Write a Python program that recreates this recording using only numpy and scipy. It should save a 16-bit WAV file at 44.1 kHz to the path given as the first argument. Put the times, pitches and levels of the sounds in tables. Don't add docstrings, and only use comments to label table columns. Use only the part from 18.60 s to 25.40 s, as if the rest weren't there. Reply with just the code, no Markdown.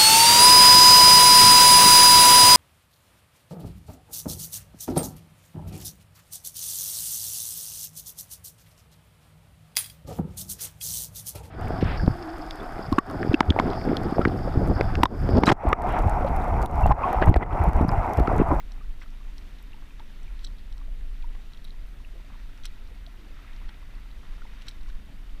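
import sys
import numpy as np
from scipy import signal
from scipy.fft import rfft, irfft
from scipy.io import wavfile
from scipy.ndimage import uniform_filter1d

SR = 44100
rng = np.random.default_rng(int(sys.argv[2]) if len(sys.argv) > 2 else 0)


def gain_from_decibels(decibels):
    exponent = np.asarray(decibels, float) / 20
    return 10 ** exponent


def to_wav(s):
    ch = np.atleast_2d(s).T
    pcm = np.round(np.clip(ch, -1, 1) * 32767)
    wavfile.write(sys.argv[1], SR, pcm.astype(np.int16))


N = 299880

# t/s, level/dB
WIND = [(0, -36), (.27, -29.5), (.4, -35), (.9, -35.5), (1.4, -39), (1.74, -30), (1.97, -35.5),
        (2.2, -29.5), (2.7, -29), (2.85, -37), (3.3, -33.5), (3.7, -38), (4.17, -32.5), (4.5, -37.5),
        (4.85, -39), (5.05, -33), (5.5, -37.5), (5.9, -34), (6.1, -36.5), (6.35, -28.5), (6.52, -39),
        (6.8, -34)]


def at_hz(points, hz):
    points_hz, points_db = np.transpose(points)
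    return np.interp(np.log(hz), np.log(points_hz), points_db)


def in_time(rows):
    s, *columns = np.transpose(rows)
    return [np.interp(np.arange(N) / SR, s, c) for c in columns]


def rms_one(x):
    return x / np.sqrt(np.mean(x ** 2) + 1e-20)


def drift(rate):
    r = np.exp(-80 * np.pi * rate / SR)
    noise = rng.standard_normal(N // 40 + 2002)
    slow = signal.lfilter([1], [1, -2 * r, r * r], noise)[2000:]
    return np.interp(np.arange(N) / 40, np.arange(len(slow)), rms_one(slow))


def flicker(rate):
    x = drift(rate)
    return rms_one(x - uniform_filter1d(x, size=SR // 2))


def coloured(spectrum):
    hz = np.maximum(np.fft.rfftfreq(N, 1 / SR), 1)
    ends = [(1, -90)] + list(spectrum) + [(spectrum[-1][0] * 2, -90)]
    white = rfft(rng.standard_normal(N))
    return rms_one(irfft(white * gain_from_decibels(at_hz(ends, hz)), N))


def patchy(x, low_hz, high_hz, count, shared_db, own_db):
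    hz = np.maximum(np.fft.rfftfreq(N, 1 / SR), 1)
    place = np.log(hz / low_hz) / np.log(high_hz / low_hz) * (count - 1)
    place = np.clip(place, 0, count - 1)
    spectrum, together = rfft(x), flicker(40)
    out = np.zeros(N)
    for k in range(count):
        share = np.clip(1 - abs(place - k), 0, 1)
        out += irfft(spectrum * share, N) * gain_from_decibels(shared_db * together + own_db * flicker(16.6))
    return rms_one(out)


def ring(clicks, hz, t60):
    r, w = gain_from_decibels(-60 / (t60 * SR)), 2 * np.pi * hz / SR
    return signal.lfilter([0, np.sin(w)], [1, -2 * r * np.cos(w), r * r], clicks + 1e-18)


def narrow(peaks):
    out = np.zeros(N)
    for hz, width_hz, level_db in peaks:
        t60 = np.log(1000) / (np.pi * width_hz)
        once = ring(rng.standard_normal(N), hz, t60)
        out += gain_from_decibels(level_db) * rms_one(ring(once, hz, t60))
    return out


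def hiss():
    # f/Hz, relative level per Hz/dB
    hiss_colour = [(3000, -15), (6000, -3), (8000, -1.5), (10000, -2), (13000, -2), (14300, -3.5),
                   (14700, -1), (15300, -30)]
    # f/Hz, width/Hz, rms level/dB
    whines = [(4745, 60, -83), (9600, 150, -91), (12000, 25, -99), (13670, 50, -91), (14400, 300, -85.5)]
    return gain_from_decibels(-72.5) * coloured(hiss_colour) + narrow(whines)


def drone():
    # multiple of the firing rate, rms level before swells/dB
    partials = [(5, -69), (7, -73), (8, -67), (9, -70), (11, -68.5), (13, -74), (14, -84), (16, -76.5)]
    # f/Hz, rms level before swells/dB
    hum = [(144, -71.5), (166, -72.5), (272, -73)]
    # t/s, added level/dB
    carries = [(0, 1.5), (1.5, 0), (2.6, -1.5), (4.3, -1), (5.5, -0.3), (6.8, 1.5)]
    firing_hz, waver_db = 25.53, 2.2
    turns = np.cumsum(1 + 0.00313 * drift(0.72)) / SR
    carried_db, = in_time(carries)
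    lines = [(k * firing_hz, level_db) for k, level_db in partials] + list(hum)
    out = np.zeros(N)
    for hz, level_db in lines:
        height = np.sqrt(2) * gain_from_decibels(level_db + carried_db + waver_db * flicker(3.7))
        out += height * np.sin(2 * np.pi * (hz * turns + rng.random()))
    return out


def murmur():
    # f/Hz, relative level per Hz/dB
    murmur_colour = [(40, -11.5), (56, 0.5), (80, -7), (105, -11.5), (170, -19), (250, -21.5), (400, -27),
                     (700, -28.5), (1100, -39.5)]
    mean_db, follows, lull_db, lull_hz = -52.5, 0.091, 1, 6.2
    wind_db = uniform_filter1d(in_time(WIND)[0], size=SR // 2)
    level_db = mean_db + follows * (wind_db - wind_db.mean()) + lull_db * flicker(lull_hz)
    noise = patchy(coloured(murmur_colour), 54, 1140, count=6, shared_db=0.56, own_db=1.05)
    return gain_from_decibels(level_db) * noise


def buffeting():
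    # f/Hz, relative level per Hz/dB
    rumble_colour = [(8, -10), (12, -9), (20, -2), (26, -3), (31, -5.5), (38, -4.5), (48, -16), (60, -14)]
    evened, top_hz = 0.55, 46
    gust_db, gust_hz = 2.2, 9.0
    noise = coloured(rumble_colour)
    beating = uniform_filter1d(abs(signal.hilbert(noise)), size=1500)
    noise = noise / (beating + 0.07) ** evened
    puffs = rms_one(gain_from_decibels(gust_db * flicker(gust_hz)))
    gusts = gain_from_decibels(in_time(WIND)[0]) * puffs
    low_pass = signal.butter(3, top_hz, fs=SR, output="sos")
    return signal.sosfiltfilt(low_pass, gusts * rms_one(noise))


def ticks():
    # t/s, push level/dB, brightest f/Hz, fall per octave away from it/dB
    pushes = [(0.1203, -41.5, 4900, 16), (0.4101, -52, 5300, 27), (0.422, -32, 1530, 22),
              (0.438, -44, 1500, 30), (0.4804, -50, 3600, 25), (0.5055, -55, 5750, 30),
              (0.782, -41, 4650, 16), (0.9872, -48, 3800, 20), (1.0268, -44.5, 12000, 23),
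              (1.12, -48, 3800, 27), (1.214, -47, 3600, 19), (1.2972, -58, 12000, 6),
              (1.398, -47, 3570, 19), (1.6323, -48, 7200, 25), (1.793, -45, 3800, 19),
              (1.8295, -55, 4000, 23), (1.8335, -50, 3900, 25), (1.845, -40, 3900, 14),
              (1.8445, -42, 7900, 30), (1.8478, -32, 4400, 13), (1.8507, -38, 4600, 16),
              (1.8538, -44, 5700, 25), (1.8673, -40, 3930, 50), (1.871, -43, 3950, 50),
              (1.8728, -41, 4050, 19), (2.1265, -45, 3600, 11), (2.1806, -48.5, 5000, 11),
              (2.625, -45, 2860, 20), (2.9352, -42.5, 3700, 20), (2.9478, -48, 3300, 28),
              (2.9745, -43.5, 3500, 22), (3.0445, -42, 11500, 33), (3.0445, -47, 4200, 18),
              (3.05, -40.5, 3900, 28), (3.0496, -46, 10400, 38), (3.054, -48, 4000, 22),
              (3.0958, -53, 3600, 21), (3.0831, -49, 3700, 22), (3.0775, -52, 4000, 28),
              (3.1065, -42, 4200, 45), (3.2706, -58, 11500, 16), (3.2868, -53, 10500, 22),
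              (3.9768, -53, 5700, 7), (4.037, -38, 3500, 22), (4.0368, -48, 3700, 16),
              (4.042, -49, 2300, 15), (4.047, -37, 2300, 20), (4.0492, -39, 2000, 20),
              (4.0517, -40, 2200, 15), (4.055, -34, 4080, 4), (4.0563, -44, 8000, 8),
              (4.0578, -35.5, 3600, 4), (4.0612, -49, 3000, 2), (4.0648, -38, 5200, 16),
              (4.0713, -47, 3900, 25), (4.0773, -48, 3700, 30), (4.0835, -52, 3800, 30),
              (4.159, -53, 3900, 30), (4.275, -50, 4500, 34), (4.4653, -40, 3660, 26),
              (4.466, -51, 3820, 30), (4.6478, -46, 3050, 31), (4.9336, -48, 4200, 38),
              (5.087, -45, 2800, 25), (5.091, -47, 4000, 21), (5.0925, -36, 1900, 14),
              (5.0955, -44, 2900, 20), (5.1436, -49, 3600, 24), (4.963, -46, 4400, 38),
              (5.353, -52, 4200, 35), (5.514, -48, 3780, 30), (6.021, -51, 3500, 4),
              (6.0545, -50, 2400, 25), (6.0595, -48, 2300, 23), (6.0692, -52, 5600, 14),
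              (6.075, -44, 2000, 17), (6.078, -42, 1700, 15), (6.083, -34, 2900, 29),
              (6.084, -26.5, 3840, 25), (6.0873, -42, 4300, 2), (6.091, -42, 3300, 20),
              (6.0923, -46, 5000, 5), (6.0995, -52, 5900, 12), (6.1125, -46, 3800, 22),
              (6.212, -49, 4500, 35), (6.233, -51.5, 4960, 14), (6.274, -50, 4500, 35),
              (6.2612, -42, 1600, 18), (6.2995, -44, 1590, 9), (6.3019, -51, 4000, 17)]
    # f/Hz, relative level/dB, time to fall 60 dB/s
    modes = [
        [(3300, 3, 0.0066), (3930, 1.5, 0.0089), (4340, -1.5, 0.0088)],
        [(1500, 0, 0.007), (2050, 4, 0.0025), (2610, 0.5, 0.0032)],
        [(5300, 1, 0.006), (5756, 1, 0.0084), (6500, -7, 0.0036)],
        [(7670, 3, 0.0027), (7930, -5, 0.011), (8800, -9, 0.011), (9700, -6, 0.011)],
        [(10500, -5, 0.0037), (12000, -3.5, 0.0058), (13200, -5, .006), (14450, -9, .007)],
    ]
    push_ms, scatter_db, detune = 1.9, 1.8, 0.025
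    knock_db, count, spread_s = -34, 16, 0.014
    under_db, fade_db = -23, 4
    rattle_hz, rattle_fall_db = 4400, 14
    rattle = []
    for s, db, _, _ in pushes:
        if db > knock_db:
            for late, loud, bright in rng.normal(0, 1, (count, 3)):
                faint_db = db + under_db - fade_db * abs(late) + 2 * loud
                rattle.append((s + spread_s * late, faint_db, rattle_hz * 2 ** (bright / 2), rattle_fall_db))
    s, peak_db, centre_hz, fall_db = np.transpose(list(pushes) + rattle)
    length = int(push_ms * SR / 1000)
    steps, out = np.arange(length), np.zeros(N)
    at = np.round(s * SR).astype(int)[:, None] + steps - 3 * length // 4
    for hz, level_db, t60 in sum(modes, []):
        strength, off, phase = rng.normal(0, 1, (len(s), 3)).T[:, :, None]
        turns = hz * (1 + detune * off) * steps / SR + phase
        push = np.hanning(length) * np.cos(2 * np.pi * turns) * 4 / length
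        reach_db = peak_db - fall_db * abs(np.log2(hz / centre_hz))
        clicks = np.zeros(N)
        np.add.at(clicks, at, gain_from_decibels(reach_db[:, None] + level_db + scatter_db * strength) * push)
        out += ring(clicks, hz, t60)
    return out


def grains(per_s, low_hz, high_hz, cycles, spread_db):
    sizes = gain_from_decibels(spread_db * np.minimum(rng.exponential(1, N), 5)) * rng.choice([-1, 1], N)
    born = rng.random(N) < per_s / SR
    dealt = rng.integers(0, 16, N)
    out = np.zeros(N)
    for k, hz in enumerate(np.geomspace(low_hz, high_hz, 16)):
        ringing = ring(sizes * born * (dealt == k), hz, cycles / hz)
        out += signal.lfilter([.3], [1, -.7], ringing)
    return rms_one(out)


def water():
    # t/s, level/dB
    flow = [(0.0, -62), (0.44, -64), (0.58, -61.5), (1.76, -61), (2.14, -64), (2.9, -62), (3.33, -63.5),
            (3.73, -61), (4.53, -62), (4.92, -57), (5.49, -61.5), (6.0, -58.5), (6.44, -62.5), (6.8, -61)]
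    # f/Hz, relative level per Hz/dB
    wash_colour = [(400, -8.5), (700, -11), (1000, -4.5), (1400, -2), (2000, -0.5), (2600, -3.5),
                   (3300, -18), (4500, -42)]
    spray_colour = [(2000, -5.5), (2900, 1.5), (3800, -1), (4500, -3.5), (5000, -7), (5700, -6.5),
                    (6600, -11.5), (8000, -18), (11000, -26)]
    # f/Hz, width/Hz, level against the wash noise/dB
    wash_peaks = [(964, 160, -16.5), (1352, 80, -12.5), (1947, 240, -10), (2670, 180, -29),
                  (3660, 140, -13)]
    # t/s, added level/dB
    strokes = [(0.0, 0.5), (0.95, 2.5), (1.76, 1.5), (2.9, 1), (3.95, 1.5), (4.85, 0.5), (5.98, 2.5)]
    shed_rise_s, shed_fall_s = 0.37, 0.13
    spray_base_db, spray_follows = -66, 0.34
    wash_db, = in_time(flow)
    t = np.arange(N) / SR
    shed_db = np.zeros(N)
    for s, db in strokes:
        width_s = np.where(t < s, shed_rise_s, shed_fall_s)
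        shed_db += db * np.exp(-((t - s) / width_s) ** 2)
    spray_db = spray_base_db + spray_follows * (wash_db - wash_db.mean()) + shed_db
    wash = patchy(coloured(wash_colour), 520, 3440, count=7, shared_db=0.4, own_db=1.7)
    wash = wash + narrow(wash_peaks)
    spray = patchy(coloured(spray_colour), 2500, 9000, count=6, shared_db=.6, own_db=1.0)
    gurgle = gain_from_decibels(-4) * grains(700, 900, 3300, cycles=14, spread_db=3.6)
    fizz = gain_from_decibels(-5) * grains(600, 2700, 4400, cycles=20, spread_db=3.0)
    return gain_from_decibels(wash_db - 1.76) * (wash + gurgle) + gain_from_decibels(spray_db) * (spray + fizz)


def splashes():
    # t/s, length/s, rms level/dB, low f/Hz, high f/Hz
    bursts = [(0, 0.0076, -48.5, 1870, 2200), (0.085, 0.2, -65.5, 640, 1500),
              (0.414, 0.037, -56, 850, 2500), (0.773, 0.043, -72, 3500, 12000),
              (1.394, 0.013, -54.5, 700, 2200), (1.807, 0.054, -66, 3270, 4600),
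              (1.98, 0.04, -64, 3200, 4600), (2.166, 0.07, -64.5, 800, 1400),
              (2.747, 0.017, -58, 450, 2560), (3.545, 0.069, -60, 328, 593), (3.69, 0.077, -62, 805, 1500),
              (4.035, 0.037, -62, 1500, 6500), (4.57, 0.14, -62.5, 258, 390), (5.614, 0.12, -65, 700, 1600),
              (6.01, 0.0263, -62, 2200, 4500), (6.053, 0.055, -61, 1500, 4570),
              (6.26, 0.083, -65.5, 900, 4730)]
    ragged_db = 4.0
    out = np.zeros(N)
    torn = rng.standard_normal(N) * gain_from_decibels(ragged_db * flicker(84))
    for s, length, level_db, low_hz, high_hz in bursts:
        start, u = round(s * SR), np.linspace(0, 1, round(length * SR))
        band = signal.butter(2, [low_hz, high_hz], "band", fs=SR, output="sos")
        swell = np.sin(np.pi * u ** 0.52)
        burst = signal.sosfilt(band, torn[start:start + len(u)] * swell)
        out[start:start + len(u)] += gain_from_decibels(level_db) * rms_one(burst)
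    return out


def bubbles():
    # t of the peak/s, peak level/dB, f/Hz
    plops = [(0.1528, -59, 814), (0.1803, -54, 1240), (0.214, -48.5, 1190), (0.2451, -51, 1390),
             (0.4174, -40.5, 1950), (0.4255, -51, 1500), (0.4323, -50, 1250), (0.4611, -50, 1290),
             (0.6115, -51, 1110), (1.1331, -45, 2720), (1.1447, -50, 875), (1.3076, -51, 2560),
             (1.4043, -41.5, 894), (1.5038, -53, 1580), (1.6795, -47.5, 2340), (1.8429, -52, 1560),
             (2.2154, -50, 1130), (2.2859, -54, 626), (2.628, -50.5, 2420), (2.6449, -43, 954),
             (2.7633, -52, 1070), (3.4489, -43, 2640), (3.541, -54, 420), (3.7071, -72, 1250),
             (3.7563, -51, 910), (4.0496, -51, 1290), (4.316, -50.5, 450), (4.4758, -49, 660),
             (4.6442, -51, 294), (4.7078, -53, 484), (4.847, -49.5, 1200), (4.8799, -50, 2100),
             (4.963, -53, 1880), (5.0932, -51, 840), (5.229, -51, 1070), (5.6364, -51, 1190),
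             (5.8202, -42.5, 1370), (5.8544, -47, 920), (5.8666, -50, 2050), (6.0206, -45.5, 2880),
             (6.082, -48, 1500), (6.2848, -51, 1070), (6.3039, -50, 1660), (6.695, -52, 3030)]
    base_ms, shorter = 5.13, 0.724
    climb, slide, wobble = 0.047, 0.058, 0.025
    stray_count, stray_db = 40, -61
    when, size, loud = rng.random((stray_count, 3)).T
    stray = zip(.05 + when * (N / SR - .1), stray_db + 3.1 * loud, 600 * 3.57 ** size)
    rows = list(plops) + list(stray)
    out, tremble = np.zeros(N + SR), flicker(210)
    chance = rng.normal(0, 1, (len(rows), 3))
    for (s, peak_db, hz), (phase, glide, stretch) in zip(rows, chance):
        ms = base_ms * (1000 / hz) ** shorter * np.exp(0.21 * stretch)
        rise = ms / 1700
        start = round((s - rise) * SR)
        t = np.arange(min(int(6 * rise * SR), N - start)) / SR - rise
        sliding = (climb + slide * glide) * np.tanh(t * 1000 / ms)
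        turns = np.cumsum(hz * (1 + sliding + wobble * tremble[start:start + len(t)])) / SR
        swell = ((1 + t / rise) * np.exp(-t / rise)) ** 2
        out[start:start + len(t)] += gain_from_decibels(peak_db) * swell * np.sin(2 * np.pi * (turns + phase))
    return out[:N]


def scene():
    background = hiss() + drone() + murmur()
    housing = buffeting() + ticks()
    lake = water() + splashes() + bubbles()
    return (background + housing + lake)[None, :]


def top_cut(x):
    return signal.sosfilt(signal.butter(12, 15680, fs=SR, output="sos"), x)


def record(dry):
    low_pass = signal.cheby2(16, 40, 15300, fs=SR, output="sos")
    cut = signal.sosfilt(low_pass, dry)
    return top_cut(cut)


dry = scene()
out = record(dry)
to_wav(out)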